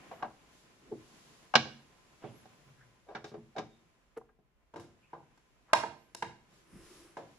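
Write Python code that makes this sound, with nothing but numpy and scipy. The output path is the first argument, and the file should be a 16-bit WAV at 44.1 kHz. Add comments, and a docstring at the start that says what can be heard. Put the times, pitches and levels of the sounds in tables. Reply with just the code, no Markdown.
"""Opening a wooden table theatre

A quiet, small room, the theatre close to the microphone. The top flap is lifted and slaps back,
then the left and the right door are pulled free and swung out. Each blow rings its plywood panel
and the room. Hinges groan and whistle, fingers rub, and a sleeve brushes the case over a soft hiss."""
import sys
import numpy as np
from scipy import signal
from scipy.fft import rfft, irfft
from scipy.io import wavfile
from scipy.ndimage import uniform_filter1d

SR = 44100
rng = np.random.default_rng(int(sys.argv[2]) if len(sys.argv) > 2 else 0)


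def persist_wave(psi):
    """Save psi, clipped to +-1, as 16-bit WAV."""
    counts = np.round(np.clip(psi, -1, 1) * 32767).astype(np.int16)
    wavfile.write(sys.argv[1], SR, np.atleast_2d(counts).T)


N = 325577
HZ = np.fft.rfftfreq(N, 1 / SR)
TIME = np.arange(N) / SR

# room tone, the colours of the still air and of the hiss: f/Hz, relative level/dB
AIR_COLOUR = [(15, -32.5), (25, -7), (60, -0.5), (81, -15.5), (118, -24), (529, -26.5), (637, -24),
              (952, -32.5), (1030, -29.5), (7280, -48), (15000, -47)]
HISS_COLOUR = [(40, -12.5), (130, 10), (300, 6.5), (600, 2), (1200, -1), (2700, -4), (4300, -7.5),
               (7500, -9), (8600, -18.5), (10700, -12), (12500, -24.5), (15000, -25)]
# body of the hiss, sinking away midway: t/s, level/dB
HISS_LEVEL = [(0, -65.5), (2.7, -66), (3.05, -70), (3.8, -70.5), (4.15, -74), (4.4, -83), (4.95, -72),
              (6.4, -70.5), (7.38, -65.5)]
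# a hand slides along the wood: middle/s, half length/s, body/dB, treble/dB
HAND_SLIDES = [(0.085, 0.11, -57, -69.5), (0.58, 0.061, -88, -69), (1.241, .22, -65.5, -66),
               (2.36, .15, -66, -73), (6.57, 0.058, -67, -70.5), (6.942, 0.1, -72.5, -63)]
# decay of the room: f/Hz, t60/s
ROOM_DECAY = [(150, 0.6), (400, 0.45), (1000, 0.39), (2800, 0.42), (7000, .4), (14000, 0.27)]
# colour of the room's tail: f/Hz, gain/dB
ROOM_COLOUR = [(100, 11.5), (250, 4.5), (500, -1), (900, -4.5), (2000, -0.5), (5000, 0.5), (12000, -1.5)]
# cloth on the case: f/Hz, relative level/dB
SLEEVE_COLOUR = [(60, 9), (170, 4), (250, 5), (345, 21), (480, 6), (800, -5), (1100, 4.5), (2500, -2),
                 (4300, -11.5), (5400, -3), (6500, -11.5), (10700, -4.5), (13000, -24)]
# fingers on wood: t/s, length/s, centre/Hz, width/Hz, level/dB
FINGER_RUBS = [(.17, 0.16, 820, 700, -53), (.802, 0.24, 337, 202, -60.5), (2.201, 0.12, 2670, 1500, -65),
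               (2.216, .05, 790, 1200, -54), (2.52, .43, 134, 34, -66), (2.769, 0.093, 1620, 600, -66),
               (3.063, 0.093, 625, 504, -55.5), (3.238, .09, 4170, 3860, -63.5),
               (3.552, 0.042, 706, 197, -44.5), (3.676, .14, 3690, 202, -77),
               (4.162, 0.027, 1050, 1350, -51), (5.012, 0.084, 2540, 454, -71),
               (5.679, 0.057, 1150, 915, -59.5), (6.711, .086, 194, 200, -54)]
# thin hinge whistles: t/s, length/s, start/Hz, top/Hz, level/dB
HINGE_WHISTLES = [(.1, 0.13, 11300, 11800, -80), (2.308, 0.14, 10200, 11400, -73),
                  (2.38, .36, 14550, 15000, -89), (5.91, .24, 9900, 11750, -84.5),
                  (5.97, 0.13, 8660, 8930, -89)]
# short hinge groans: t/s, swell/s, f/Hz, level/dB, t60/s
HINGE_GROANS = [(0.912, 0.0127, 427.5, -32.5, 0.062), (4.166, 0.01222, 454, -34, 0.057)]
# blows on each panel: t/s, relative level/dB, centre/Hz, thinness/(dB per octave below the centre),
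# softness/(dB per octave above it), clatter t60 at 1 kHz/s, left minus right/dB
FLAP_KNOCKS = [(.1125, -28.5, 640, 12, 12.5, 0.17, 0.5), (.2245, -19.5, 840, 7.5, 13, 0.069, 0),
               (.243, -28, 880, 5, 14, 0.11, 3.5), (.917, -20.5, 380, 8, 19, .13, 0.5),
               (1.5385, -14, 850, 14.5, 10.5, .035, 4.5), (1.5537, -10, 2800, 1.5, 8, 0.079, -2.5),
               (1.655, -30, 420, 20, 9, 0.16, -6.5)]
LEFT_DOOR_KNOCKS = [(2.239, -29, 560, -2, 11, 0.27, -5), (2.455, -43.5, 660, 1.5, 9.2, .04, -2),
                    (3.087, -27.5, 516, 20, 10.8, 0.6, 0), (3.149, -28, 1740, 1, 11.8, 0.14, -1),
                    (3.2425, -32.5, 559, 2.5, 4.6, 0.13, 1), (3.316, -34, 420, 0, 9.6, 0.18, 0.5),
                    (3.339, -28.5, 483, 6, 10.7, 0.16, 1), (3.374, -30.5, 256, 1, 13.5, 0.08, -1),
                    (3.563, -26, 534, 4.5, 7.9, 0.18, -1.5), (3.5815, -21.5, 600, 3, 6.5, 0.14, 0.5),
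                    (4.169, -34, 600, 5, 15.7, 0.046, 2), (4.173, -44, 10900, 24, 3.2, 0.082, 0),
                    (4.211, -43, 880, 12, 20, 0.017, 0), (4.288, -53.5, 1670, 1, 24, 0.069, 1),
                    (4.387, -53, 370, -1, 8.8, 0.15, 2)]
RIGHT_DOOR_KNOCKS = [(4.738, -34, 499, 1.5, 8.9, 0.072, -0.5), (4.759, -27, 382, 3, 7.35, 0.22, 1),
                     (4.797, -42.5, 180, 1, 2.44, 0.41, 0), (5.131, -30.5, 910, 3, 15.2, 0.19, 0),
                     (5.375, -62.5, 850, 4, 3.1, 0.076, -1), (5.7318, -4.5, 900, 14, 7.9, .034, -4),
                     (5.8345, -19, 895, 6, 14, 0.049, -5.5), (6.148, -44, 5410, -0.5, 3.8, 0.025, 1),
                     (6.2232, -26.5, 1730, -0.34, 9.5, 0.057, -1), (7.1685, -25, 554, 6.5, 8.9, 0.24, 0)]
# strong modes of each panel: f/Hz, relative level/dB, t60/s
FLAP_MODES = [(138.5, -19.5, 0.25), (232.3, -12.5, 0.16), (318, -20.5, 0.3), (507.7, -13.5, .1),
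              (753, -5, .09), (850, -12.5, .07), (990, -10.5, .06), (1128, -6.5, 0.076), (1353, -13, 0.02),
              (1598, 1.5, 0.045), (2241, -11.5, 0.085), (2300, -13, 0.02), (2848, -1, .045),
              (2928, -5.5, 0.021), (3350, -7, .04), (4135, -9, 0.13), (4925, -9.5, 0.021), (5677, -19, .08)]
LEFT_DOOR_MODES = [(133.6, -16, 0.17), (156, -14.5, 0.054), (224, -16.5, 0.17), (333, -15.5, 0.26),
                   (421, -10.5, 0.17), (527, -51, 0.073), (755, -7, 0.11), (1162, -9, 0.036),
                   (1608, -6, 0.072), (2266, -10.5, 0.085), (3720, -2, 0.06), (5630, -7.5, 0.093)]
RIGHT_DOOR_MODES = [(162.4, -20, 0.11), (340.3, -14.5, 0.11), (453.5, -14, 0.14), (676.6, -6.5, 0.061),
                    (784, -19, 0.18), (889, 1, 0.0336), (950, -17.5, 0.23), (1014, -7.5, 0.089),
                    (1364, -19, 0.024), (1597, 0.5, 0.032), (2130, -1, 0.025), (2797, -7, 0.041),
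                    (3840, -12.5, 0.11), (5430, -10, 0.13)]
# overall colour of every clatter, as heard at the microphone: f/Hz, gain/dB
CLATTER_COLOUR = [(30, -30.5), (70, -13), (115, -3), (180, -2), (290, -1.5), (450, -2.5), (760, 2),
                  (1050, 0), (1650, -3), (1950, -5.5), (2600, -5), (7000, 0.5), (8500, -3.5), (11300, -1.5),
                  (12600, -16.5), (16000, -25)]
# stereo width at the microphone: f/Hz, side minus mid/dB
STEREO_WIDTH = [(150, -13.5), (500, -11.5), (1000, -7.5), (2500, -2.5), (5000, -1.5), (9000, 0)]
# bands of the clatter, each dying at its own speed: f/Hz
CLATTER_BANDS = [180, 420, 850, 2000, 5700, 10000]
# a panel loses its highest treble between these two: f/Hz
TOP_SHELF = [5620, 9550]


def amp(db):
    return 10 ** (np.asarray(db) / 20)


def unit_rms(x):
    return x / np.sqrt(np.mean(x ** 2) + 1e-20)


def curve(points, hz):
    """Joins a spectrum's points on a log-frequency axis."""
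    f, value = np.transpose(points)
    return np.interp(np.log(hz + 1), np.log(f + 1), value)


def add(mix, start_s, sound):
    part = mix[:, round(start_s * SR):][:, :sound.shape[-1]]
    part += sound[..., :part.shape[1]]


def noise(gain_db, side_db, size=N):
    """Stereo noise of a given colour and width."""
    mid, side = rfft(rng.standard_normal((2, size)))
    side = side * amp(side_db)
    return irfft(np.array([mid + side, mid - side]) * amp(gain_db), size)


def wander(samples):
    """Random drift, smoothed over that many samples."""
    return unit_rms(uniform_filter1d(rng.standard_normal(N), size=samples))


def fade(x, t60s, hold_s=0):
    """After a hold, each overlapping band dies in its own time; rows of f/Hz, t60/s."""
    size = x.shape[-1]
    t = np.maximum(np.arange(size) / SR - hold_s, 0)
    hz, spectrum = np.fft.rfftfreq(size, 1 / SR), rfft(x)
    centres, times = np.transpose(t60s)
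    bands = [irfft(spectrum * curve(np.c_[centres, pick], hz), size) for pick in np.eye(len(times))]
    return sum(band * np.exp(-np.log(1000) * t / t60) for band, t60 in zip(bands, times))


def resonance_db(hz, centre_hz, width_hz):
    """Gain of a resonance with steep skirts."""
    return -20 * np.log10(1 + ((hz - centre_hz) / (width_hz / 2)) ** 2)


def stroke(middle_s, half_s, squareness=2.6):
    """Gain of a sliding stroke: it swells, holds and dies away."""
    return np.exp(-np.minimum(abs((TIME - middle_s) / half_s) ** squareness, 50) / 2)


def still_air(level_db=-75.5):
    """The low rumble of the quiet room, wide around the microphone."""
    side_db = curve([(50, -2.5), (300, -4.5), (3000, 1)], HZ)
    return amp(level_db) * unit_rms(noise(curve(AIR_COLOUR, HZ), side_db))


def hiss_and_hands(hum_hz=1025, hum_db=-14, flutter_db=0.9):
    """A soft, uneven hiss with a faint hum in it; hands sliding on the wood swell it."""
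    level_db = np.interp(TIME, *np.transpose(HISS_LEVEL))
    body_gain = amp(level_db)
    treble_gain = amp(-73.5 + 1.4 * (level_db + 66.5))  # the treble sinks further than the body
    for middle_s, half_s, body_db, treble_db in HAND_SLIDES:
        swell = stroke(middle_s, half_s)
        body_gain = np.hypot(body_gain, amp(body_db) * swell)
        treble_gain = np.hypot(treble_gain, amp(treble_db - 1) * swell)
    side_db = curve([(150, -9.5), (1000, -1.5), (6000, 1.0)], HZ)
    hiss = rfft(noise(curve(HISS_COLOUR, HZ), side_db))
    treble_share = curve([(2300, 0), (4000, 0.97)], HZ)
    hum = amp(hum_db) * unit_rms(noise(resonance_db(HZ, hum_hz, width_hz=25), side_db=-10.5))
    body = unit_rms(irfft(hiss * (1 - treble_share), N)) + hum
    treble = unit_rms(irfft(hiss * treble_share, N))
    return body * body_gain * amp(flutter_db * wander(2000)) + treble * treble_gain


def room(sent, nearest_wall_s=0.013, build_s=0.0024, size=32768):
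    """A dense tail that reaches the microphone from the nearest wall and dies sooner in the treble."""
    t, hz = np.arange(size) / SR, np.fft.rfftfreq(size, 1 / SR)
    tail = fade(noise(0, curve(STEREO_WIDTH, hz) - 2, size), ROOM_DECAY)
    tail *= np.clip((t - nearest_wall_s) / build_s, 0, 1)
    tail /= np.linalg.norm(tail.mean(0))
    tail = irfft(rfft(tail) * amp(curve(ROOM_COLOUR, hz)))
    return signal.fftconvolve(sent, tail, axes=1)[:, :N]


def sleeve(level_db=-59):
    """Cloth slides over the case: a fizz above the hollow note of the wood."""
    side_db = curve([(300, -13), (2000, -9), (8000, -0.5)], HZ)
    cloth = unit_rms(noise(curve(SLEEVE_COLOUR, HZ), side_db))
    return amp(level_db) * cloth * stroke(middle_s=6.91, half_s=0.19, squareness=4.2)


def finger_rubs(side_db=-9, size=32768):
    """Fingers rub the wood; each hoarse note swells and fades in one resonance."""
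    out, hz = np.zeros((2, N)), np.fft.rfftfreq(size, 1 / SR)
    for start_s, length_s, centre_hz, width_hz, db in FINGER_RUBS:
        note = unit_rms(noise(resonance_db(hz, centre_hz, width_hz), side_db, size))
        swell = np.sin(np.linspace(0, np.pi, round(length_s * SR)))
        add(out, start_s, amp(db) * note[:, :len(swell)] * swell)
    return out


def hinge_whistles(waver=0.0029):
    """A hinge pin sings; its pitch rises and falls with the speed of the swing."""
    out = np.zeros((2, N))
    for start_s, length_s, start_hz, top_hz, db in HINGE_WHISTLES:
        speed = np.sin(np.linspace(0, np.pi, round(length_s * SR)))
        wobble = 1 + waver * wander(200)[:len(speed)]
        hz = (start_hz + (top_hz - start_hz) * speed) * wobble
        add(out, start_s, amp(db) * np.sqrt(abs(speed)) * np.sin(2 * np.pi * np.cumsum(hz) / SR))
    return out


def hinge_groans(overtone_db=-16):
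    """A hinge sticks and slips for a few swelling cycles, lets go, and the panel rings out."""
    out, t = np.zeros((2, N)), np.arange(SR // 4) / SR
    for start_s, swell_s, hz, db, t60 in HINGE_GROANS:
        envelope = np.minimum(t / swell_s, 1) * np.exp(-np.log(1000) * np.maximum(t - swell_s, 0) / t60)
        phase = 2 * np.pi * hz * t
        overtone = amp(overtone_db) * envelope * np.sin(2 * phase)
        add(out, start_s, amp(db) * envelope * (np.sin(phase) + overtone))
    return out


def blow_db(hz, centre_hz, thinness, softness, top_db):
    """Colour of a blow: one slope below its centre, another above, and a shelf in the highest treble."""
    octaves = np.log2(np.maximum(hz, CLATTER_BANDS[0]) / centre_hz)
    shelf_db = curve(np.c_[TOP_SHELF, [0, top_db]], hz)
    return thinness * np.minimum(octaves, 0) - softness * np.maximum(octaves, 0) + shelf_db


def knock(blow, modes, clatter_db, ring_db, top_db, damping, chatter_s, size=16384):
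    """One blow: a fast clatter of crowded plywood modes, and the ring of the few strong ones."""
    level_db, centre_hz, thinness, softness, t60, pan_db = blow
    t, hz = np.arange(size) / SR, np.fft.rfftfreq(size, 1 / SR)
    colour = centre_hz, thinness, softness, top_db
    contact_s = 0.0011 * (max(softness, 1) / 7.7) ** 1.5  # softer blows build up slower
    attack = 1 - np.exp(-t / contact_s)

    clatter = noise(blow_db(hz, *colour) + curve(CLATTER_COLOUR, hz), curve(STEREO_WIDTH, hz), size)
    band_t60s = [(f, t60 * (1000 / f) ** damping) for f in CLATTER_BANDS]
    clatter = fade(clatter, band_t60s, chatter_s)  # the loose hinge chatters before the free decay
    clatter *= amp(clatter_db) / np.sqrt(t60)  # the same energy, spread over the clatter's length

    mode_hz, mode_db, mode_t60 = np.transpose(modes)[..., None]
    phase = 2 * np.pi * (mode_hz * t + rng.random(mode_hz.shape))
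    # each mode radiates its own way: a phase offset between left and right
    spread = np.arctan(amp(curve(STEREO_WIDTH, mode_hz))) * rng.choice([-1, 1], mode_hz.shape)
    envelope = amp(mode_db + ring_db + blow_db(mode_hz, *colour)) * np.exp(-np.log(1000) * t / mode_t60)
    ring = np.array([(envelope * np.sin(phase + side * spread)).sum(0) for side in (1, -1)])
    return (clatter + ring) * attack * amp(level_db + np.array([[pan_db], [-pan_db]]) / 2)


def panel(knocks, modes, room_db, lowest_hz=95, **wood):
    """All blows on one panel: the close sound at the microphone, and what goes into the room."""
    direct = np.zeros((2, N))
    for start_s, *blow in knocks:
        add(direct, start_s, knock(blow, modes, **wood))
    bass_cut = signal.butter(3, lowest_hz, "highpass", fs=SR, output="sos")  # the blows carry no deep bass
    direct = signal.sosfilt(bass_cut, direct)
    return np.array([direct, direct * amp(room_db)])


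def scene():
    """Three panels and their hinges close to the microphone, the small room behind them."""
    flap = panel(FLAP_KNOCKS, FLAP_MODES, room_db=-17,
                 clatter_db=-4, ring_db=-3, top_db=-25.5, damping=0.24, chatter_s=0.00065)
    left_door = panel(LEFT_DOOR_KNOCKS, LEFT_DOOR_MODES, room_db=-15.5,
                      clatter_db=-8, ring_db=-3, top_db=-17, damping=0.2, chatter_s=0.0048)
    right_door = panel(RIGHT_DOOR_KNOCKS, RIGHT_DOOR_MODES, room_db=-8.5,
                       clatter_db=-7.5, ring_db=-2, top_db=-1.5, damping=0.25, chatter_s=0.0025)
    direct, sent = flap + left_door + right_door
    friction = hinge_groans() + hinge_whistles() + finger_rubs()
    reverb = room(sent + amp(-18) * friction)
    return still_air() + hiss_and_hands() + reverb + sleeve() + friction + direct


def record(dry):
    """The recorder's band limit, at 15.2 kHz."""
    low_pass = signal.firwin(511, 15200, window=("kaiser", 9), fs=SR)
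    return signal.oaconvolve(dry, low_pass[None], "same")


dry = scene()
out = record(dry)
persist_wave(out)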